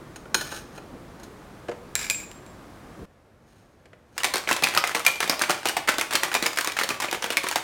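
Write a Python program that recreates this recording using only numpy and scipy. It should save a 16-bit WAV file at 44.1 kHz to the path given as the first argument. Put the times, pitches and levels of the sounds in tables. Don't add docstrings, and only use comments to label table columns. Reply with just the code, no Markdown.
import sys
import numpy as np
from scipy import signal
from scipy.fft import rfft, irfft, next_fast_len
from scipy.io import wavfile
from scipy.ndimage import uniform_filter1d

SR = 44100
rng = np.random.default_rng(int(sys.argv[2]) if len(sys.argv) > 2 else 0)


def to_wav(s):
    ch = np.atleast_2d(s).T
    pcm = np.round(np.clip(ch, -1, 1) * 32767)
    wavfile.write(sys.argv[1], SR, pcm.astype(np.int16))


N = 336483
TIME = np.arange(N) / SR

# frequency in Hz, relative level in dB.
AIR_EARLY_COLOUR = [(12, -28), (20, -13), (48, 0.5), (75, -3), (148, -0.5), (261, -3), (336, -3),
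                    (983, -11), (1200, -10), (1300, -12.5), (1730, -15.5), (2790, -23.5), (9670, -32.5),
                    (15600, -38.5), (17000, -46)]
AIR_LATE_COLOUR = [(12, -56), (20, -24.5), (31, -21), (43, -10), (100, -6), (176, -12), (214, -10.5),
                   (276, -13.5), (543, -14.5), (830, -19), (1780, -25.5), (3130, -34.5), (9140, -43),
                   (14400, -48), (17000, -61)]
RUMBLE_COLOUR = [(20, -15), (50, -2.5), (80, -3.5), (150, -3), (300, -1), (600, -11.5), (2000, -58.5)]
STEEL_COLOUR = [(88, -31.5), (150, -21), (760, -12.5), (1680, -3), (1970, -13), (2400, -6.5), (3560, -8),
                (4090, -8.5), (5950, -9), (7550, -12.5), (8340, -11.5), (13400, -16), (17000, -23.5)]
BOARD_COLOUR = [(100, -6.5), (500, 1), (1000, -1.5), (1900, 2), (4000, -10), (8000, -15), (16000, -40)]
ICE_COLOUR = [(53, -56), (90, -19), (252, -10), (321, -1.5), (436, -6), (606, -4.5), (723, -0.5),
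              (2120, -2), (2360, -3), (3010, -7.5), (5560, -11.5), (8240, -14.5), (9000, -14.5),
              (15900, -23.5), (17000, -22)]
CHIP_COLOUR = [(100, -36), (300, -27), (800, 0.5), (2000, 4), (4000, -3), (7000, -6.5), (10000, -13),
               (16000, -18)]
# time in seconds, relative level in dB.
RUMBLE_LEVEL = [(0, -52), (.9, -52), (.95, -39.5), (1.02, -56), (2.95, -71), (2.99, -40.5), (3.045, -42),
                (3.06, -71), (4.1, -66.5), (4.3, -53), (5.5, -58), (6.5, -54), (7.63, -60)]
LID_SLIDE = [(.35, -70), (.37, -45), (.43, -42), (.5, -42), (.53, -38.5), (.57, -38.5), (.61, -50),
             (.68, -81), (.76, -48), (.8, -75)]
CAP_SLIDE = [(1.95, -73), (1.97, -40), (2.03, -34), (2.08, -41.5), (2.13, -66), (2.2, -46), (2.27, -58),
             (2.4, -71)]
LIFT_SLIDE = [(3.4, -82), (3.5, -64), (3.62, -66), (3.7, -73.5), (3.78, -74.5), (3.95, -87), (4.12, -73),
              (4.17, -51)]
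# start in seconds, clack level in relative dB, then thud, tick and ring in dB
# over the clack; for cap and cubes also a nominal pitch in Hz.
LID_BLOWS = [(.159, -39.5, -13.5, -1, -20), (.2548, -49, 10, -16, -18), (.3443, -18, -21, 0.5, -3.5),
             (.3495, -23, -1, -3, 0), (.4094, -29, -5, -0.5, -18), (.52, -35.5, 0.5, -6, -3),
             (.735, -64, 14, -6, 1), (.7771, -39, 0, -9.5, -22), (1.197, -56.5, 10, 5, -14),
             (1.2316, -50, 6, 7, -5)]
BOARD_BLOWS = [(1.6836, -36.5, -10, -10, -10), (1.687, -42, 16.5, -14, 16.5), (1.693, -44, 14, -1, 10),
               (1.714, -38.5, 3, -9, -10), (3.8549, -52, 2, -6, -2), (3.9312, -47.5, 0, -14, -10)]
CAP_BLOWS = [(1.9537, -26.5, -12, 7.5, -8, 2080), (1.961, -31, -12, 0, 1, 3900),
             (2.0149, -38.5, -1, 3, -6, 1690), (2.045, -39, -9, -7, 0, 3820),
             (2.0994, -30.5, -17, 12.5, 10, 2475), (2.109, -35, -2, 10, 11, 2370),
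             (2.145, -42.5, -19, 0, 12.5, 2560), (2.2, -52, -15, -10, 16, 2310),
             (2.232, -55, -24, -7, 17, 2510), (2.3147, -50, -15, 5, 2, 2860), (2.4641, -55, 0, 2, 4, 3800)]
CUBE_BLOWS = [(4.1665, -52, 9, -7, -1, 657), (4.1793, -30, -32.5, 4.5, 6, 1790),
              (4.204, -33, -14, -11, 6, 2790), (4.234, -31.5, -15, 9, 9, 2030),
              (4.243, -23, -3, 4, 4.5, 2350), (4.25, -24.5, -6, 2, -3, 2310),
              (4.338, -23.5, -2.5, 1, 7.5, 4080), (4.357, -26.5, 1, 4, 6, 1160),
              (4.4739, -23, -6, -19, -9, 884), (4.4891, -23.5, -21, -2.5, 5, 1540),
              (4.512, -19.5, -4, -4, 4, 990), (4.5197, -26.5, -6, -12, 12.5, 2700),
              (4.564, -27.5, -12, 2.5, 0, 4000), (4.624, -27, 4, -1, 4, 1820),
              (4.636, -24.5, -10, 5.5, 11.5, 2240), (4.6413, -22, -5.5, 5, 6, 2470),
              (4.6707, -20, -24, -14, -5, 1760), (4.7493, -28, -19, 5, 8, 1410),
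              (4.7654, -23, -7, -11, 4, 980), (4.775, -19, -13, 4.5, 8, 1280),
              (4.8397, -17.5, -13, -13, 3, 1940), (4.894, -27.5, -11, -7, 0, 1460),
              (4.9476, -19.5, -5, -5, 0, 2780), (4.9643, -24.5, -7, -10, 6, 1120),
              (5.0643, -20, -22, 7, 9.5, 2402), (5.08, -30, -11, 9, -6, 2550),
              (5.2037, -20, -16, -3, -2, 1800), (5.229, -22, -18, -7, 2, 1800),
              (5.2762, -31, 1, 2, -6, 2920), (5.2963, -27.5, 8, 11.5, 19, 5120),
              (5.3318, -36, 7, -12, 14, 1130), (5.4142, -24.5, -5, -19, 7, 1485),
              (5.4367, -22.5, -10, -21, 0, 2300), (5.4957, -23, 6, -0.5, 5.5, 1375),
              (5.505, -26.5, -4, 4.5, 8, 1450), (5.631, -36, -20, -10, 2, 1640),
              (5.6553, -22, 2.5, -2, -7, 760), (5.6858, -27.5, -19, 5.5, 9, 3050),
              (5.7677, -20, -8, -6.5, 2.5, 730), (5.8781, -25, -12, -8, 6, 2000),
              (5.8852, -16, -7.5, -14.5, -2.5, 1440), (5.8892, -15.5, -6.5, -5, -5, 1480),
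              (5.9401, -28.5, -10, -11, -5, 2080), (5.983, -28.5, 4.5, 6.5, 8, 1370),
              (6.0118, -23.5, -8, 1, 4.5, 2286), (6.1269, -27.5, -13, -1.5, 6, 1720),
              (6.153, -19, -15, 4, 3.5, 3050), (6.2336, -24.5, -9, 5, 9, 1860),
              (6.3157, -27.5, -9, -14, 3, 1480), (6.35, -18, -3, -4, -1.5, 2380),
              (6.4252, -28, 5.5, 5, 11, 4140), (6.4597, -25, -15, -1, 5, 2090),
              (6.4637, -24, -3, 6.5, -7, 1990), (6.5594, -43, -9, 8, -4, 4920),
              (6.573, -24, -14, 0.5, -1, 1420), (6.5865, -23, -22, 0, 7, 1690),
              (6.6094, -26, -15, 3, -2, 5270), (6.6456, -29, -17, 5, 5.5, 1140),
              (6.6735, -22.5, -6, -.5, -1, 1150), (6.767, -22, -23, -9, -15, 1480),
              (6.788, -18, -22, -13, -22, 1370), (6.8119, -19.5, -8.5, -19, -6, 1880),
              (6.8345, -25.5, -20, 1.5, 8, 4000), (6.9036, -28, 3.5, -4, 8.5, 2560),
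              (7.0012, -33.5, -12, 6, 12, 1030), (7.0243, -26.5, -22, -2.5, 0, 2020),
              (7.045, -25, -3, -10, -4, 3680), (7.085, -33, 2, -15, 6, 2340),
              (7.1278, -25, -1.5, -3, 3.5, 816), (7.147, -22, -10, -14, -1, 1830),
              (7.2233, -31, -20, -2, 10, 5700), (7.2417, -23.5, -4, -3.5, -5, 950),
              (7.3035, -26.5, 1, 0, 8, 2840), (7.37, -19, -30, 1, 4.5, 2330),
              (7.4395, -28.5, -1, -3, 7, 1070), (7.4675, -24, -22, -12, -8, 2120),
              (7.4863, -35, -10, 11.5, -3, 4000), (7.5247, -26.5, -12, -17, -4, 1690),
              (7.5576, -22.5, 2, 2.5, 0.5, 714)]
BLOW_BANDS = [(100, 800), (800, 3200), (3200, 18000)]
# frequency in Hz, relative level in dB, seconds to fade by 60 dB.
LID_MODES = [(329.7, -13.5, 0.26), (555, -13, 0.04), (850, -12.5, .12), (1373, -15, .25), (1498, -14, 0.43),
             (1745, -17, 0.61), (1740, -23, .3), (2464, -15.5, 0.35), (3025, -21.5, 0.25),
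             (4030, -14.5, .25), (4150, -17, .33), (4390, -21.5, .42), (5220, -18.5, 0.45),
             (5680, -28, .45), (6140, -24.5, 0.19), (6180, -27, .3), (6650, -1, 0.13), (6640, -27, 0.37),
             (8920, -6.5, 0.14), (9420, -16, 0.13), (9700, -23.5, 0.31), (12200, -28.5, .45),
             (12230, -31.5, .5), (13440, -27.5, .55), (15510, -26.5, .4)]
BOARD_MODES = [(339, -14, .12), (475, 4.5, 0.1), (702, -8, 0.18), (1710, -14.5, .05)]
CAP_MODES = [(1670, -30.5, 0.22), (2097, -13, 0.073), (2370, -10.5, 0.15), (2530, -24.5, 0.15),
             (2850, -34, 0.38), (3750, -32, 0.374), (3970, -26, 0.17), (5000, -17, 0.22), (5600, -21, .15),
             (7000, -10.5, 0.24), (7580, -1, 0.29), (7400, -12, .3), (8800, -25.5, 0.18),
             (10500, -17.5, 0.19), (13700, -22.5, .4), (15450, -25.5, .4)]
FULL_TIN_MODES = [(158.6, -25, 0.15), (330, -16.5, 0.11), (343, -21.5, 0.074), (471, -16.5, 0.12),
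                  (546.4, -17, 0.29), (707, -18, 0.2), (770, -41, 0.071), (1135, -14.5, 0.21),
                  (1555, -46, 0.073), (2450, -29, 0.16), (4460, -15, 0.064), (5520, -40, 0.12),
                  (6880, -13, 0.038), (8900, -8, 0.048), (11500, -26, 0.07)]
# start in seconds, length of the landing in seconds, relative level in dB.
TURNS = [(4.179, .035, -41), (4.24, .045, -32.5), (4.34, 0.043, -31.5), (4.48, .065, -26.5),
         (4.626, .075, -32.5), (4.715, 0.073, -28.5), (4.845, .07, -31), (4.945, 0.055, -30.5),
         (5.045, 0.056, -28.5), (5.205, 0.072, -28), (5.296, 0.036, -30), (5.393, 0.039, -25.5),
         (5.485, 0.058, -27.5), (5.654, 0.043, -29), (5.76, .03, -34), (5.875, 0.046, -29.5),
         (5.98, 0.059, -30), (6.107, 0.041, -24.5), (6.22, 0.036, -26.5), (6.313, 0.052, -26.5),
         (6.43, 0.051, -27), (6.572, .04, -35.5), (6.645, 0.058, -31.5), (6.77, 0.061, -28),
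         (6.873, 0.055, -30), (7, 0.064, -31.5), (7.114, 0.038, -33.5), (7.221, 0.045, -30.5),
         (7.3, .035, -33.5), (7.429, 0.064, -29.5), (7.49, 0.049, -33.5), (7.556, 0.026, -33.5)]
# frequency in Hz, seconds to fade by 60 dB.
ROOM_DECAY = [(150, 0.35), (500, 0.57), (1500, 0.4), (4000, 0.46), (8000, 0.4), (16000, 0.3)]


def amp(db):
    return 10 ** (np.asarray(db) / 20)


def unit(x):
    return x / np.sqrt(np.mean(x ** 2) + 1e-20)


def at_hz(points, hz):
    f, value = np.transpose(points)
    return np.interp(np.log(hz + 1), np.log(f + 1), value)


def level(curve):
    s, db = np.transpose(curve)
    return amp(np.interp(TIME, s, db, left=-150, right=-150))


def add(mix, start, sound):
    part = mix[max(round(start * SR), 0):][:len(sound)]
    part += sound[:len(part)]


def tinted(x, colour):
    count = x.shape[-1]
    size = next_fast_len(count)
    gains = amp(at_hz(colour, np.fft.rfftfreq(size, 1 / SR)))
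    return irfft(rfft(x, size) * gains, size)[..., :count]


def noise(colour):
    return unit(tinted(rng.standard_normal(N), colour))


def grains(per_s, spread_db):
    sizes = amp(spread_db * np.minimum(rng.exponential(1, N), 3.5))
    return sizes * rng.choice([-1., 1.], N) * (rng.random(N) < per_s / SR)


def room_tone(drop_s=3.055):
    early = amp(-45.5) * noise(AIR_EARLY_COLOUR)
    late = amp(-56.5) * noise(AIR_LATE_COLOUR)
    rumble = level(RUMBLE_LEVEL) * noise(RUMBLE_COLOUR)
    return np.where(TIME < drop_s, early, late) + rumble


def shell_colour(modes, width_hz, valley_db):
    grid = np.geomspace(60, 20000, 600)
    hz, db, _ = np.transpose(modes)[:, :, None]
    humps = np.sum(amp(db - db.max()) / (1 + (2 * (grid - hz) / width_hz) ** 2) ** 2, 0)
    return np.c_[grid, at_hz(STEEL_COLOUR, grid) + 10 * np.log10(humps + amp(valley_db) ** 2)]


def impacts(blows, colour, thud_s, clack_s, tick_s):
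    t = np.arange(2048) / SR
    burst_energy = .005 * SR
    starts, clack_db, thud_db, tick_db = np.transpose(blows)[:4]
    band_levels = (clack_db + thud_db, clack_db, clack_db + tick_db)
    softness = np.exp(rng.uniform(-.6, .6, (len(starts), 1)))
    out = np.zeros(N)
    for edges, db, fade_s in zip(BLOW_BANDS, band_levels, (thud_s, clack_s, tick_s)):
        band = signal.butter(3, edges, "bandpass", fs=SR, output="sos")
        grit = tinted(rng.standard_normal((len(starts), 2 * len(t))), colour)
        grit = signal.sosfilt(band, grit)[:, len(t):]
        age = t / (fade_s * softness)
        bursts = grit * np.exp(-age) * (1 - np.exp(-age / 0.37))
        bursts *= np.sqrt(burst_energy / np.sum(bursts ** 2, 1, keepdims=True))
        for start, gain, burst in zip(starts, amp(db), bursts):
            add(out, start, gain * burst)
    return out


def ringing(blows, modes, uneven_db, detune):
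    t = np.arange(SR // 2, dtype=np.float32) / SR
    hz, db, t60 = np.transpose(modes)[:, :, None].astype(np.float32)
    t = t[t < t60.max()]
    fades = amp(db) * np.exp(-np.log(1000) * t / t60)
    out = np.zeros(N)
    for start, clack_db, _, _, ring_db, *_ in blows:
        shift, strength, polarity = rng.standard_normal((3, len(modes), 1))
        phases = (2 * np.pi * hz * (1 + detune * shift)).astype(np.float32) * t
        shares = amp(uneven_db * strength) * np.sign(polarity)
        add(out, start, amp(clack_db + ring_db) * np.sum(shares * fades * np.sin(phases), 0))
    return out


def rubbing(colour, modes, per_s, spread_db, ring_share, damping):
    t = np.arange(SR // 5) / SR
    clumps = amp(1.8 * unit(uniform_filter1d(rng.standard_normal(N), size=350)))
    slips = grains(per_s, spread_db) * clumps
    shell = sum(amp(db) * np.exp(-np.log(1000) * damping * t / t60) * np.sin(2 * np.pi * hz * t)
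                for hz, db, t60 in modes)
    ring = unit(signal.oaconvolve(slips, shell)[:N])
    return unit(unit(tinted(slips, colour)) + ring_share * ring)


def lid():
    colour = shell_colour(LID_MODES, width_hz=300, valley_db=-15)
    blows = impacts(LID_BLOWS, colour, thud_s=0.0068, clack_s=0.0044, tick_s=0.0049)
    ring = ringing(LID_BLOWS, LID_MODES, uneven_db=1, detune=.001)
    held = shell_colour(LID_MODES, width_hz=450, valley_db=-9)
    friction = rubbing(held, LID_MODES, per_s=5200, spread_db=5, ring_share=0.19, damping=5.2)
    slide = friction * (level(LID_SLIDE) + level(LIFT_SLIDE))
    return blows + amp(-2) * ring + amp(-1) * slide


def board():
    blows = impacts(BOARD_BLOWS, BOARD_COLOUR, thud_s=0.008, clack_s=0.005, tick_s=.004)
    ring = ringing(BOARD_BLOWS, BOARD_MODES, uneven_db=1, detune=.01)
    bass_cut = signal.butter(2, 220, "highpass", fs=SR, output="sos")
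    return signal.sosfilt(bass_cut, blows + amp(-4) * ring)


def clinks(blows, t60, width, wall_t60, wall_hz=2410):
    t = np.arange(SR // 8) / SR
    out = np.zeros(N)
    for start, clack_db, _, _, ring_db, hz in blows:
        offsets = rng.uniform(-0.71, 1, (4, 1))
        wall_match = np.exp(-((hz - wall_hz) / 70) ** 2)
        fade = np.exp(-np.log(1000) * t / (t60 + wall_match * wall_t60))
        partials = np.sin(2 * np.pi * hz * (1 + width * (1 - 0.85 * wall_match) * offsets) * t)
        clink = fade * (partials[0] + .5 * partials[1:].T @ np.sign(offsets[:-1, 0]))
        clink *= np.linalg.norm(fade) / np.linalg.norm(clink)
        size = min(1, wall_hz / hz)
        add(out, start, size * amp(clack_db + ring_db) * clink)
    return out


def cap():
    colour = shell_colour(CAP_MODES, width_hz=310, valley_db=-16)
    blows = impacts(CAP_BLOWS, colour, thud_s=0.0032, clack_s=0.0031, tick_s=0.00079)
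    ring = ringing(CAP_BLOWS, CAP_MODES, uneven_db=1.5, detune=.001)
    seating = clinks(CAP_BLOWS, t60=0.031, width=0.032, wall_t60=0.048)
    friction = rubbing(colour, CAP_MODES, per_s=3500, spread_db=3.5, ring_share=.3, damping=5.7)
    return blows + amp(-3) * ring + amp(-1.5) * seating + amp(1) * friction * level(CAP_SLIDE)


def small_pieces(start, length, db, count, low_hz=854, high_hz=3670):
    delay, size = rng.random((2, count))
    mean_db, spread_db = (-3, -7.5, -0.5, 1), (2, 5.8, 5.7, 3.7)
    scatter = rng.uniform(-1, 1, (count, 4)) * np.sqrt(3)
    piece_db = mean_db + scatter * spread_db
    starts = start + length * (np.arange(count) + delay) / count
    hz = high_hz * (low_hz / high_hz) ** size
    return np.c_[starts, db + piece_db[:, 0], piece_db[:, 1:], hz]


def chatter(blows, rise_s=0.0027, settle_s=0.0059):
    t = np.arange(SR // 10) / SR
    stir = np.exp(-t / settle_s) * (1 - np.exp(-t / rise_s))
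    agitation = np.sqrt(abs(signal.oaconvolve(blows ** 2, stir / stir.sum())[:N]))
    return agitation * unit(tinted(grains(per_s=2600, spread_db=3), CHIP_COLOUR))


def churn(rise_s=0.007, settle_s=0.075):
    t = np.arange(SR // 2) / SR
    swell = (1 - np.exp(-t / rise_s)) * np.exp(-t / settle_s)
    power = np.zeros(N)
    for start, _, db in TURNS:
        add(power, start, (amp(db) * swell / swell.max()) ** 2)
    return np.sqrt(power) * unit(tinted(grains(per_s=2200, spread_db=4.5), ICE_COLOUR))


def ice():
    landings = np.vstack([CUBE_BLOWS] + [small_pieces(*turn, count=3) for turn in TURNS])
    loose_s = TURNS[2][0]
    strays = small_pieces(loose_s, TIME[-1] - loose_s, db=-33, count=35)
    hits = np.vstack([landings, strays])
    blows = impacts(hits, ICE_COLOUR, thud_s=0.0044, clack_s=0.0019, tick_s=0.0017)
    cubes = clinks(hits, t60=.03, width=.13, wall_t60=.07)
    tin = ringing(landings, FULL_TIN_MODES, uneven_db=3, detune=.012)
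    rattle = amp(-1.5) * (blows + cubes) + amp(-9) * tin + amp(-6.5) * chatter(blows) + amp(-9) * churn()
    bass_cut = signal.butter(4, 125, "highpass", fs=SR, output="sos")
    return signal.sosfilt(bass_cut, rattle)


def room(sound, reflections_per_s=4000, onset_s=0.0012):
    shape = (3, SR * 2 // 3)
    taps = rng.choice([-1., 1.], shape) * (rng.random(shape) < reflections_per_s / SR)
    hz, t, spectra = signal.stft(taps, SR, nperseg=256)
    fades = np.exp(-np.log(1000) * t / at_hz(ROOM_DECAY, hz)[:, None])
    tails = signal.istft(spectra * fades, SR)[1]
    tails *= 1 - np.exp(-(np.arange(tails.shape[1]) / SR / onset_s) ** 2)
    tails /= np.linalg.norm(tails, axis=1, keepdims=True)
    blend = np.sqrt(2 / 3) * np.cos(2 * np.pi * (1.3 * TIME + np.arange(3)[:, None] / 3))
    return signal.oaconvolve(sound * blend, tails, axes=1).sum(0)[:N]


def scene():
    closing = lid() + cap() + board()
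    shaking = ice()
    reflections = room(amp(-9) * closing + amp(-7.5) * shaking)
    return (closing + shaking + reflections + room_tone())[None]


def record(dry):
    low_pass = signal.firwin(511, 16600, window=("kaiser", 9), fs=SR)
    return signal.oaconvolve(np.clip(dry, -1, 1), low_pass[None], "same")


dry = scene()
out = record(dry)
to_wav(out)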